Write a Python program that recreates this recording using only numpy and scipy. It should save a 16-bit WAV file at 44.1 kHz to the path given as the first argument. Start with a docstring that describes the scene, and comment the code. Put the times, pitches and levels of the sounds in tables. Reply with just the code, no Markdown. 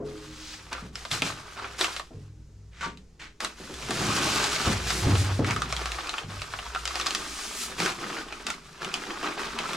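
"""A torn paper sack of dry mortar is emptied into a plastic wheelbarrow in a half-built room.
First, hands fold the stiff paper back: creases crinkle and snap, and the hollow sack knocks in answer.
Near 3 s, boots scrape and squeal on gritty concrete. From 3.8 s the sack is tipped: the mix hisses
down the paper, then slumps in waves and clods into the booming tub. From 5.5 s to the end the sack
is shaken empty, crackling and flapping, while the last sand trickles out."""
import sys
import numpy as np
from scipy import signal
from scipy.fft import rfft, irfft, next_fast_len
from scipy.io import wavfile
from scipy.ndimage import map_coordinates

SR = 44100
rng = np.random.default_rng(int(sys.argv[2]) if len(sys.argv) > 2 else 0)


def bounce(signal):
    """Save signal as a 16-bit WAV file at the path given by the first command-line argument."""
    frames = np.transpose(np.atleast_2d(signal))
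    limited = np.clip(frames, -1, 1)
    pcm = np.round(limited * 32767).astype(np.int16)
    wavfile.write(sys.argv[1], SR, pcm)


N = 430416


def amp(db):
    """Decibels to gain."""
    return 10 ** (np.asarray(db) / 20)


def unit(x):
    """Scale to rms 1."""
    return x / np.sqrt(np.mean(x ** 2) + 1e-20)


def together(gains):
    """Unrelated sounds add in power."""
    return np.sqrt(sum(gain ** 2 for gain in gains))


def add(track, s, sound):
    """Mix a sound into the track at time s."""
    part = track[max(round(s * SR), 0):][:len(sound)]
    part += sound[:len(part)]


def along(points, hz):
    """Read a (frequency, value) curve on a log frequency axis."""
    knots_hz, values = np.transpose(points)
    return np.interp(np.log(hz + 1), np.log(knots_hz + 1), values)


def fader(rows, fade_db_per_s=84):
    """Gain that rides a (time, level) curve, fading in before it and out after it."""
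    t = np.arange(N) / SR
    times, db = np.transpose(rows)
    outside = np.abs(t - np.clip(t, times[0], times[-1]))
    return amp(np.interp(t, times, db) - fade_db_per_s * outside)


def swell(s, rise, length, t60):
    """Envelope that rises from time s, holds until the length is over, then dies away."""
    t = np.arange(N) / SR - s
    return np.clip(t / rise, 0, 1) * amp(-60 * np.clip((t - length) / t60, 0, 2))


def strike(t, attack, t60):
    """Percussive envelope: a quick attack and an exponential decay."""
    return (1 - np.exp(-t / attack)) * amp(-60 * t / t60)


def wobble(rate):
    """A smooth random curve, rate knots a second."""
    knots = rng.standard_normal(int(N * rate / SR) + 4)
    return map_coordinates(knots, [np.arange(N) * rate / SR])


def hum(hz, rate, waver):
    """A mode shaken unevenly, so that its phase wanders; rms 1."""
    return unit(np.sin(2 * np.pi * hz * np.arange(N) / SR + waver * wobble(rate)))


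def eq(x, gain_db):
    """Minimum-phase filter whose gain in dB is a function of frequency."""
    n = x.shape[-1]
    m = 2 * next_fast_len(n // 2 + 2048)
    cepstrum = irfft(np.log(amp(gain_db(np.fft.rfftfreq(m, 1 / SR)))), m)
    cepstrum[1:m // 2] *= 2
    cepstrum[m // 2 + 1:] = 0
    return irfft(rfft(x, m) * np.exp(rfft(cepstrum)), m)[..., :n]


def shaped(x, curve):
    """x through an EQ curve, at rms 1."""
    return unit(eq(x, lambda hz: along(curve, hz)))


def grains(rate, spread_db, t60):
    """Tiny noise bursts of uneven size at random moments, rate a second; rms 1."""
    sizes = amp(spread_db * np.minimum(rng.exponential(size=N), 3))
    hits = (rng.random(N) < rate / SR) * sizes ** 2
    energy = signal.lfilter([1], [1, -amp(-120 / (t60 * SR))], hits)
    return unit(np.sqrt(energy) * rng.standard_normal(N))


def panel(hz, pitch):
    """EQ bell of a paper panel's one broad resonance, in dB."""
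    half_widths = (hz / pitch - 1) / 0.09
    return 10 * np.log10(1 + amp(8) ** 2 / (1 + half_widths ** 2))


def burst(envelope, curve, pitch=None, click=0):
    """Coloured noise with the envelope's shape and energy, plus an optional click and panel ring."""
    size = np.linalg.norm(envelope)
    noise = envelope * rng.standard_normal(len(envelope))
    noise[np.argmax(envelope)] += click * size
    x = eq(noise, lambda hz: along(curve, hz) + (panel(hz, pitch) if pitch else 0))
    return x * size / np.linalg.norm(x)


# reverb decay of the small room: (frequency [Hz], t60 [s])
ROOM_DECAY = [(100, 0.94), (500, 0.13), (4000, 0.098), (12000, 0.016)]
# EQ of the reverb's side signal: (frequency [Hz], gain [dB])
SIDE_EQ = [(60, -27), (300, -16), (600, -3), (7000, -0.5), (13000, -11)]


def room(x, wet_db, side_db):
    """Dry sound in the centre; diffuse echoes from floor and framing shift around it."""
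    hz, t, spectra = signal.stft(rng.standard_normal((4, SR // 2)), SR, nperseg=256)
    decay = amp(-60 * t / along(ROOM_DECAY, hz)[:, None])
    tails = signal.istft(spectra * decay, SR, nperseg=256)[1]
    tails = np.pad(tails / np.linalg.norm(tails[0]), ((0, 0), (SR // 400, 0)))  # pre-delay
    echoes = signal.oaconvolve(x[None], tails, axes=1)[:, :N]
    turn = 2 * np.pi * np.arange(N) / SR  # two sets of echoes trade places smoothly
    mid, side = np.cos(turn) * echoes[:2] + np.sin(turn) * echoes[2:]
    mid = amp(wet_db) * mid
    side = amp(side_db) * eq(side, lambda f: along(SIDE_EQ, f))
    return np.array([x + mid + side, x + mid - side])


# bass-heavy ambience bed: (frequency [Hz], gain [dB])
AIR_EQ = [(20, -3), (55, -1.5), (90, -13), (160, -7), (270, -22), (400, -15.5), (600, -28), (3500, -36.5),
          (6500, -32.5), (15500, -57.5)]


def air():
    """Faint outdoor rumble through the open walls."""
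    return amp(-56) * shaped(rng.standard_normal(N), AIR_EQ)


# soles scraping on concrete: (time [s], attack [s], length [s], level [dB], t60 [s])
SCUFFS = [(2.705, 0.13, 0.13, -47, 0.22), (2.803, 0.0082, 0.057, -37, 0.23),
          (3.193, 0.0064, 0.056, -44, 0.23)]
# crunch of grit underfoot: (frequency [Hz], gain [dB])
GRIT_EQ = [(100, -6), (750, -12), (1450, -3), (2100, -3), (7500, -16.5), (15000, -47)]
# a squeal drops from mode to mode as the sole slows: (time [s], length [s], pitch [Hz], level [dB])
SQUEALS = [(2.809, 0.041, 1477, -37.5), (2.827, 0.021, 1157, -35.5), (2.829, 0.035, 926, -41.5)]


def boots():
    """Fine grit rolls under a turning sole; the loudest scrape squeals roughly."""
    turning = together(amp(db) * swell(s, rise, length, t60) for s, rise, length, db, t60 in SCUFFS)
    squeal = sum(amp(db) * swell(s, 0.0018, length, t60=0.2) * hum(hz, rate=300, waver=0.7)
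                 for s, length, hz, db in SQUEALS)
    return turning * shaped(grains(rate=2500, spread_db=1.5, t60=0.00635), GRIT_EQ) + squeal


# blows of sack, hands and boots that reach the tub: (time [s], level [dB], centre [Hz], thud t60 [s])
THUMPS = [(0, -38, 330, 0.59), (.819, -42, 201, 0.41), (1.109, -38.5, 129, 0.38), (1.22, -21.5, 304, 0.031),
          (1.808, -37, 447, 0.081), (2.105, -45.5, 330, 0.34), (2.141, -48.5, 106, 0.65),
          (2.86, -38.5, 262, 0.26), (3.423, -41, 380, 0.2), (3.6, -40.5, 298, 0.24),
          (3.694, -38.5, 395, 0.22), (3.893, -30.5, 317, 0.29), (6.234, -39.5, 130, 0.33),
          (7.793, -31, 322, 0.14)]
# soft contact, with no treble: (frequency [multiple of the centre], gain [dB])
THUD_EQ = [(.15, -23.5), (.5, -6.5), (1, -1.5), (3.2, -19), (30, -76.5)]
# ring of the plastic tub: (pitch [Hz], relative level [dB], t60 [s])
TUB_MODES = [(100, 1.5, 2.3), (143.5, 4, 0.92), (230, -6, 1.3), (310.5, -1.5, 1.66), (424, 3, 1.0),
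             (525, 1.5, 1.25)]


def tub_thumps():
    """Each blow is a dull thud that rings the nearly symmetric tub in close, beating pairs of modes."""
    track, t = np.zeros(N), np.arange(2 * SR) / SR
    for s, db, centre_hz, thud_t60 in THUMPS:
        contact_eq = np.array(THUD_EQ) * [centre_hz, 1]
        thud = burst(strike(t, 0.00052, thud_t60), contact_eq)
        ring = 0
        for hz, mode_db, t60 in TUB_MODES:
            pair = sum(share * np.sin(2 * np.pi * (hz * detune * t + rng.random()))
                       for detune, share in [(0.993, 1), (1.02, 0.55)])
            ring += amp(mode_db + along(contact_eq, hz)) * strike(t, 0.0021, t60) * pair
        drive = amp(-26) * (thud_t60 / 0.2) ** 3  # a long push feeds the modes more than a tap
        add(track, s, amp(db) * (thud + drive * ring))
    return track


# sub-bass ride of the tub's lowest mode: (time [s], relative level [dB])
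SWAY = [(0, -51), (2.0, -57.5), (2.65, -47), (3.25, -64.5), (4.0, -48.5), (5.1, -39), (5.95, -42),
        (6.1, -65), (6.4, -45), (8.3, -64)]


def tub_boom(slump):
    """The slumping load makes the floor boom; beneath it the whole tub sways unevenly."""
    boom = slump * hum(96, rate=14, waver=0.52)
    sway = unit(amp(1.7 * wobble(9.1)) * hum(60, rate=18, waver=0.95))
    return boom + amp(-3.5) * fader(SWAY) * sway


# packed lumps hit the tub's floor: (time [s], push level [dB], pitch [Hz], spatter level [dB])
CLODS = [(4.669, -13, 98, -23.5), (5.066, -6, 88, -23), (5.101, -26, 113, -32.5), (5.134, -10, 105, -34),
         (5.391, -20, 122, -19.5), (5.469, -23.5, 108, -33)]


def clods():
    """Each lump shoves the loaded floor through a few damped swings and bursts apart."""
    track, t = np.zeros(N), np.arange(SR // 3) / SR
    for s, push_db, hz, spatter_db in CLODS:
        push = np.sin(2 * np.pi * hz * t) * strike(t, attack=0.0053, t60=0.09)
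        spatter = burst(amp(-60 * t / 0.17), np.array(THUD_EQ) * [270, 1])
        add(track, s, amp(push_db) * push + amp(spatter_db) * spatter)
    return track


# sand running down a fold: (time [s], length [s], peak level [dB], centre [Hz])
TRICKLES = [(0.188, 0.35, -43, 5100), (4.873, 0.12, -36, 7350), (5.119, 0.092, -36, 6800),
            (6.96, 0.522, -37.5, 6360), (7.474, 0.16, -33, 7140)]
# its thin hiss: (frequency [multiple of the centre], gain [dB])
TRICKLE_EQ = [(.05, -33.5), (.25, -4.5), (1, -0.5), (1.5, -6.5), (2.3, -24.5)]


def trickles():
    """Thin streams of fine sand swell as they gather speed, then run out."""
    track = np.zeros(N)
    for s, length, db, centre_hz in TRICKLES:
        stream = grains(rate=5900, spread_db=-1.5, t60=0.0057)
        hiss = shaped(stream, np.array(TRICKLE_EQ) * [centre_hz, 1])
        track += amp(db) * swell(s, length, length, t60=0.31) * hiss
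    return track


# the mix leaving the sack: (time [s], level [dB])
FLOW = [(3.77, -47), (4.0, -33.5), (4.39, -30), (4.6, -33), (4.714, -33.5), (4.796, -39), (4.93, -36),
        (5.2, -38), (5.38, -45)]
# waves of mix collapsing onto the tub's floor: (time [s], length [s], level [dB])
SLUMPS = [(5.013, 0.12, -27), (5.228, 0.085, -27), (5.403, 0.038, -29.5), (6.222, 0.17, -44)]


def tipped_load():
    """The load slides out and slumps in waves: an envelope for each motion."""
    slump = together(amp(db) * swell(s, 0.024, length, t60=0.19) for s, length, db in SLUMPS)
    return fader(FLOW), slump


# bright hiss of sand on paper: (frequency [Hz], gain [dB])
SAND_EQ = [(100, -21.5), (370, 1), (600, -9), (950, -15), (1350, 1), (5000, 2), (7500, -1.5), (10000, -8.5),
           (13000, -16.5), (15700, -31)]
# the load's weight arriving in the tub: (time [s], relative level [dB])
LANDING = [(3.8, -53), (4.05, -32), (4.56, -47.5), (4.7, -34), (4.87, -50.5), (5.08, -32), (5.33, -44),
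           (5.48, -41), (5.7, -46)]
# low patter of sand on plastic: (frequency [Hz], gain [dB])
PATTER_EQ = [(25, -47), (50, -33), (105, 0.5), (150, 1.5), (290, -6), (375, -3.5), (480, -12), (700, -11.5),
             (3000, -68)]


def pour(loosened, flow, slump):
    """Countless sand grains hiss down the paper; their weight drums on the tub."""
    sand = together([amp(3) * loosened, flow])
    weight = together([amp(1) * fader(LANDING), amp(-14) * slump])
    hiss = shaped(grains(rate=4000, spread_db=-2, t60=0.0054) * amp(1.4 * wobble(40)), SAND_EQ)
    drum = shaped(grains(rate=360, spread_db=-6, t60=0.086), PATTER_EQ)
    return sand * hiss + weight * drum


# resonances of the air in the open sack: (frequency [Hz], gain [dB])
CAVITY_EQ = [(500, -41.5), (950, -10.5), (1100, 1), (1280, 4.5), (1400, -5), (1560, 1), (1850, -25.5),
             (2550, -6.5), (3600, -40)]


def cavity(rubbing):
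    """The rubbing paper keeps the air in the sack ringing in short, uneven bursts."""
    return amp(-7) * rubbing * shaped(grains(rate=510, spread_db=0.5, t60=0.015), CAVITY_EQ)


# the bulk of the load rubbing along the sack's wall: (time [s], level [dB])
SLIDE = [(4.1, -32.5), (4.33, -34.5), (4.5, -39)]


def slide(flow):
    """Grit dragging over the paper sounds the sack's shifting hollow; coarse grains tick against it."""
    drag = facets(grains(rate=1300, spread_db=1.5, t60=0.016))
    hollow = shaped(drag, CAVITY_EQ) * amp(1.5 * wobble(23))
    ticks = shaped(facets(grains(rate=260, spread_db=4, t60=0.006)), CREASE_EQ)
    return fader(SLIDE) * hollow + amp(-8) * flow * ticks


# low flutter of slack paper walls: (frequency [Hz], gain [dB])
FLAP_EQ = [(100, -26.5), (165, -0.5), (290, -2), (380, 3.5), (700, -31), (3000, -79)]


def flap(bending, empty_s=6.9):
    """Once empty, the loose walls of the sack flutter with every move."""
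    empty = np.clip((np.arange(N) / SR - empty_s) / 0.28, 0, 1)
    flutter = shaped(grains(rate=460, spread_db=3.5, t60=0.011), FLAP_EQ)
    return amp(-7) * empty * bending * flutter


# hands fold, lift and shake the sack:
# (time [s], length [s], relative crinkle level [dB], relative sand level [dB])
STROKES = [(0.036, 0.82, -55, -57), (0.712, 0.022, -38, -67), (0.924, 0.18, -54.5, -51),
           (1.104, 0.039, -36, -34.5), (1.226, 0.061, -35.5, -40), (1.306, 0.6, -48.5, -54),
           (1.555, 0.11, -40.5, -74.5), (1.779, 0.061, -33, -35.5), (1.909, 0.06, -47.5, -45.5),
           (2.088, 0.17, -69, -70), (3.399, 0.044, -39.5, -43), (3.554, 0.15, -51.5, -51),
           (4.637, 0.047, -29.5, -38), (4.862, 0.037, -38.5, -34.5), (5.453, 0.057, -34, -41),
           (5.53, 0.67, -40.5, -47.5), (6.26, 1, -45, -49.5), (6.859, 0.33, -40.5, -45),
           (7.183, 0.82, -45.5, -49.5), (7.774, 0.097, -31.5, -35), (7.974, 0.22, -36.5, -46.5),
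           (8.247, 0.3, -47, -53.5), (8.456, 0.047, -43.5, -45.5), (8.608, 0.29, -53.5, -57.5),
           (8.803, 0.062, -39.5, -47.5), (8.89, 1, -40.5, -49), (9.222, 0.039, -35, -48),
           (9.386, 0.033, -37, -45), (9.578, 0.22, -37.5, -46.5)]


def hand_strokes():
    """Each move of the hands bends the paper and loosens some sand: an envelope for each."""
    bending, loosened = [], []
    for s, length, crinkle_db, sand_db in STROKES:
        rise = min(0.3 * length, 0.039)  # short strokes start abruptly
        effort = swell(s, rise, length, t60=0.35)
        bending.append(amp(crinkle_db) * effort)
        loosened.append(amp(sand_db) * effort)
    return together(bending), together(loosened)


def facets(x):
    """Panels of paper change shape, so their resonances come and go."""
    spectra = signal.stft(x, nperseg=256)[2]
    blur = np.outer(np.hanning(7), np.hanning(7))
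    drift = signal.fftconvolve(rng.standard_normal(spectra.shape), blur, "same")
    return signal.istft(spectra * amp(3 * np.tanh(unit(drift))), nperseg=256)[1][:N]


# midrange rustle of stiff paper: (frequency [Hz], gain [dB])
PAPER_EQ = [(60, -30.5), (200, -15), (370, 0), (560, -6), (850, -1), (1520, -1.5), (1900, -6.5),
            (2550, -6.5), (6000, -16), (10000, -44.5), (15500, -45.5)]


def crinkle(bending, flow):
    """Clumps of small creases give way as the paper bends; the sliding load only rubs it, evenly."""
    creases = unit(grains(rate=420, spread_db=-0.4, t60=0.012) * amp(11 * np.tanh(wobble(45))))
    rub = grains(rate=3000, spread_db=2, t60=0.0027)
    sheet = shaped(facets(creases + rub), PAPER_EQ)
    scrape = shaped(facets(grains(rate=1500, spread_db=2.5, t60=0.0039)), PAPER_EQ)
    return amp(-0.6) * bending * sheet + amp(-1.8) * flow * scrape


# boxy knock of the sack as a crease pops: (frequency [Hz], gain [dB])
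HOLLOW_EQ = [(100, -26), (450, -8), (750, 5.5), (950, -3), (1250, 9), (1520, 0.5), (4000, -7), (12000, -66)]
BUCKLE_CLICK = 0.45  # the instant of buckling, relative to the crackle after it


def pops(bending, per_s=22, count=300):
    """Small buckles, each at its own pitch, knock unevenly in the sack's hollow while the paper bends."""
    times = np.cumsum(rng.uniform(0.3, 1.7, count)) / per_s
    track, t = np.zeros(N), np.arange(SR // 16) / SR
    for s, (size, octaves) in zip(times, rng.uniform(-1, 1, (count, 2))):
        envelope = amp(2 * size - 60 * t / 0.026)
        add(track, s, burst(envelope, HOLLOW_EQ, 1900 * 2 ** octaves, BUCKLE_CLICK))
    return amp(-5.5) * bending * unit(track)


# large creases buckle: (time [s], relative knock level [dB], relative crack level [dB], pitch [Hz])
SNAPS = [(0.538, -30.5, -53, 2430), (0.729, -28, -31.5, 2110), (0.78, -26, -59, 1194),
         (0.955, -28, -31, 5100), (1.051, -22.5, -36, 4210), (1.114, -37, -23, 3400),
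         (1.22, -13, -19.5, 2400), (1.59, -28, -51, 1240), (1.642, -21.5, -56, 1640),
         (1.811, -18.5, -18.5, 3970), (1.844, -15, -23, 2880), (1.964, -23, -30.5, 4300),
         (1.996, -19.5, -36, 4460), (2.973, -53, -46, 4200), (3.404, -21.5, -30.5, 2080),
         (3.447, -18.5, -26, 4160), (3.74, -45, -37, 5640), (3.825, -42, -36, 2400),
         (3.907, -17, -26.5, 1550), (4.441, -26, -23, 3950), (4.561, -18, -29, 2080),
         (4.904, -16, -27, 5230), (5.153, -16, -31.5, 1150), (5.445, -16.5, -30.5, 2090),
         (5.508, -19, -26, 2080), (5.562, -14.5, -33, 1150), (5.619, -12.5, -27.5, 1190),
         (5.725, -16.5, -25, 1490), (5.765, -27, -27, 3570), (5.857, -17.5, -29.5, 1290),
         (5.918, -36, -27, 2850), (5.986, -18.5, -52, 1200), (6.071, -26, -35, 2530),
         (6.093, -22, -28, 4170), (6.139, -17.5, -36, 1220), (6.181, -16.5, -32.5, 3160),
         (6.418, -24.5, -30, 4930), (6.536, -17.5, -43, 1170), (6.588, -20.5, -40, 2990),
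         (6.748, -16, -34, 2600), (6.759, -14.5, -43, 1280), (6.854, -23, -24.5, 3030),
         (6.876, -26, -25.5, 4780), (6.955, -20.5, -27.5, 4770), (6.998, -16.5, -28, 5300),
         (7.012, -25, -27, 3710), (7.061, -15, -28, 1270), (7.067, -17, -22.5, 5120),
         (7.107, -30, -25, 4390), (7.149, -23, -21, 5530), (7.801, -15.5, -24.5, 2530),
         (7.86, -15.5, -24, 1430), (8.324, -23.5, -35.5, 2560), (8.467, -23, -26, 3450),
         (8.502, -18.5, -27, 1210), (8.846, -21, -30, 2770), (8.94, -22, -22, 2540),
         (9.229, -20, -39, 1220), (9.588, -26, -25, 3010), (9.732, -20, -30, 2550)]
# crisp top of a breaking crease: (frequency [Hz], gain [dB])
CREASE_EQ = [(300, -38.5), (1500, 0.5), (2600, 5.5), (7500, 0.5), (10000, -10), (15500, -28)]


def snaps():
    """A crease gives way with a crack at its panel's pitch and a dry rustle; the hollow sack answers."""
    track, t = np.zeros(N), np.arange(SR // 8) / SR
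    for s, knock_db, crack_db, hz in SNAPS:
        shape = 1 + rng.uniform(-0.11, 0.11)  # the sack is never twice the same shape
        knock = burst(strike(t, 0.00094, t60=0.03285), np.array(HOLLOW_EQ) * [shape, 1], hz, BUCKLE_CLICK)
        crack = burst(strike(t, 0.00056, t60=0.011), CREASE_EQ, hz, BUCKLE_CLICK)
        rustle = amp(-24.5) * burst(strike(t, 0.00056, t60=0.24), CREASE_EQ)
        add(track, s, amp(knock_db - 5) * knock + amp(crack_db + 9.5) * (crack + rustle))
    return track


def scene():
    """Hands and load drive paper, sand and tub, mixed on three room buses with the rustle driest."""
    bending, loosened = hand_strokes()
    flow, slump = tipped_load()
    rubbing = together([bending, amp(-10) * slump])  # each slump also drags on the paper
    sack = crinkle(rubbing, flow) + cavity(rubbing) + pops(bending) + flap(bending) + slide(flow)
    sand = pour(loosened, flow, slump) + trickles()
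    rustle_bus = room(sack + sand + boots() + air(), wet_db=-13.5, side_db=-7.5)
    snap_bus = room(snaps(), wet_db=-9, side_db=-8.5)
    tub_bus = room(tub_thumps() + tub_boom(slump) + clods(), wet_db=-10.5, side_db=-10.5)
    return rustle_bus + snap_bus + tub_bus


# the treble leans left: (frequency [Hz], left boost and right cut [dB])
TREBLE_TILT = [(5000, 0), (13000, 1.5)]
LEFT_LAG_SAMPLES, TOP_HZ = 0.7, 15850


def record(dry):
    """The left channel is a little later and brighter; nothing is kept above the band limit."""
    m = next_fast_len(N + SR // 2)
    hz = np.fft.rfftfreq(m, 1 / SR)
    lag = np.exp(np.outer([-1, 1], 1j * np.pi * hz * LEFT_LAG_SAMPLES / SR))
    tilt = amp(np.outer([1, -1], along(TREBLE_TILT, hz)))
    return irfft(rfft(dry, m) * lag * tilt * (hz < TOP_HZ), m)[:, :N]


dry = scene()
out = record(dry)
bounce(out)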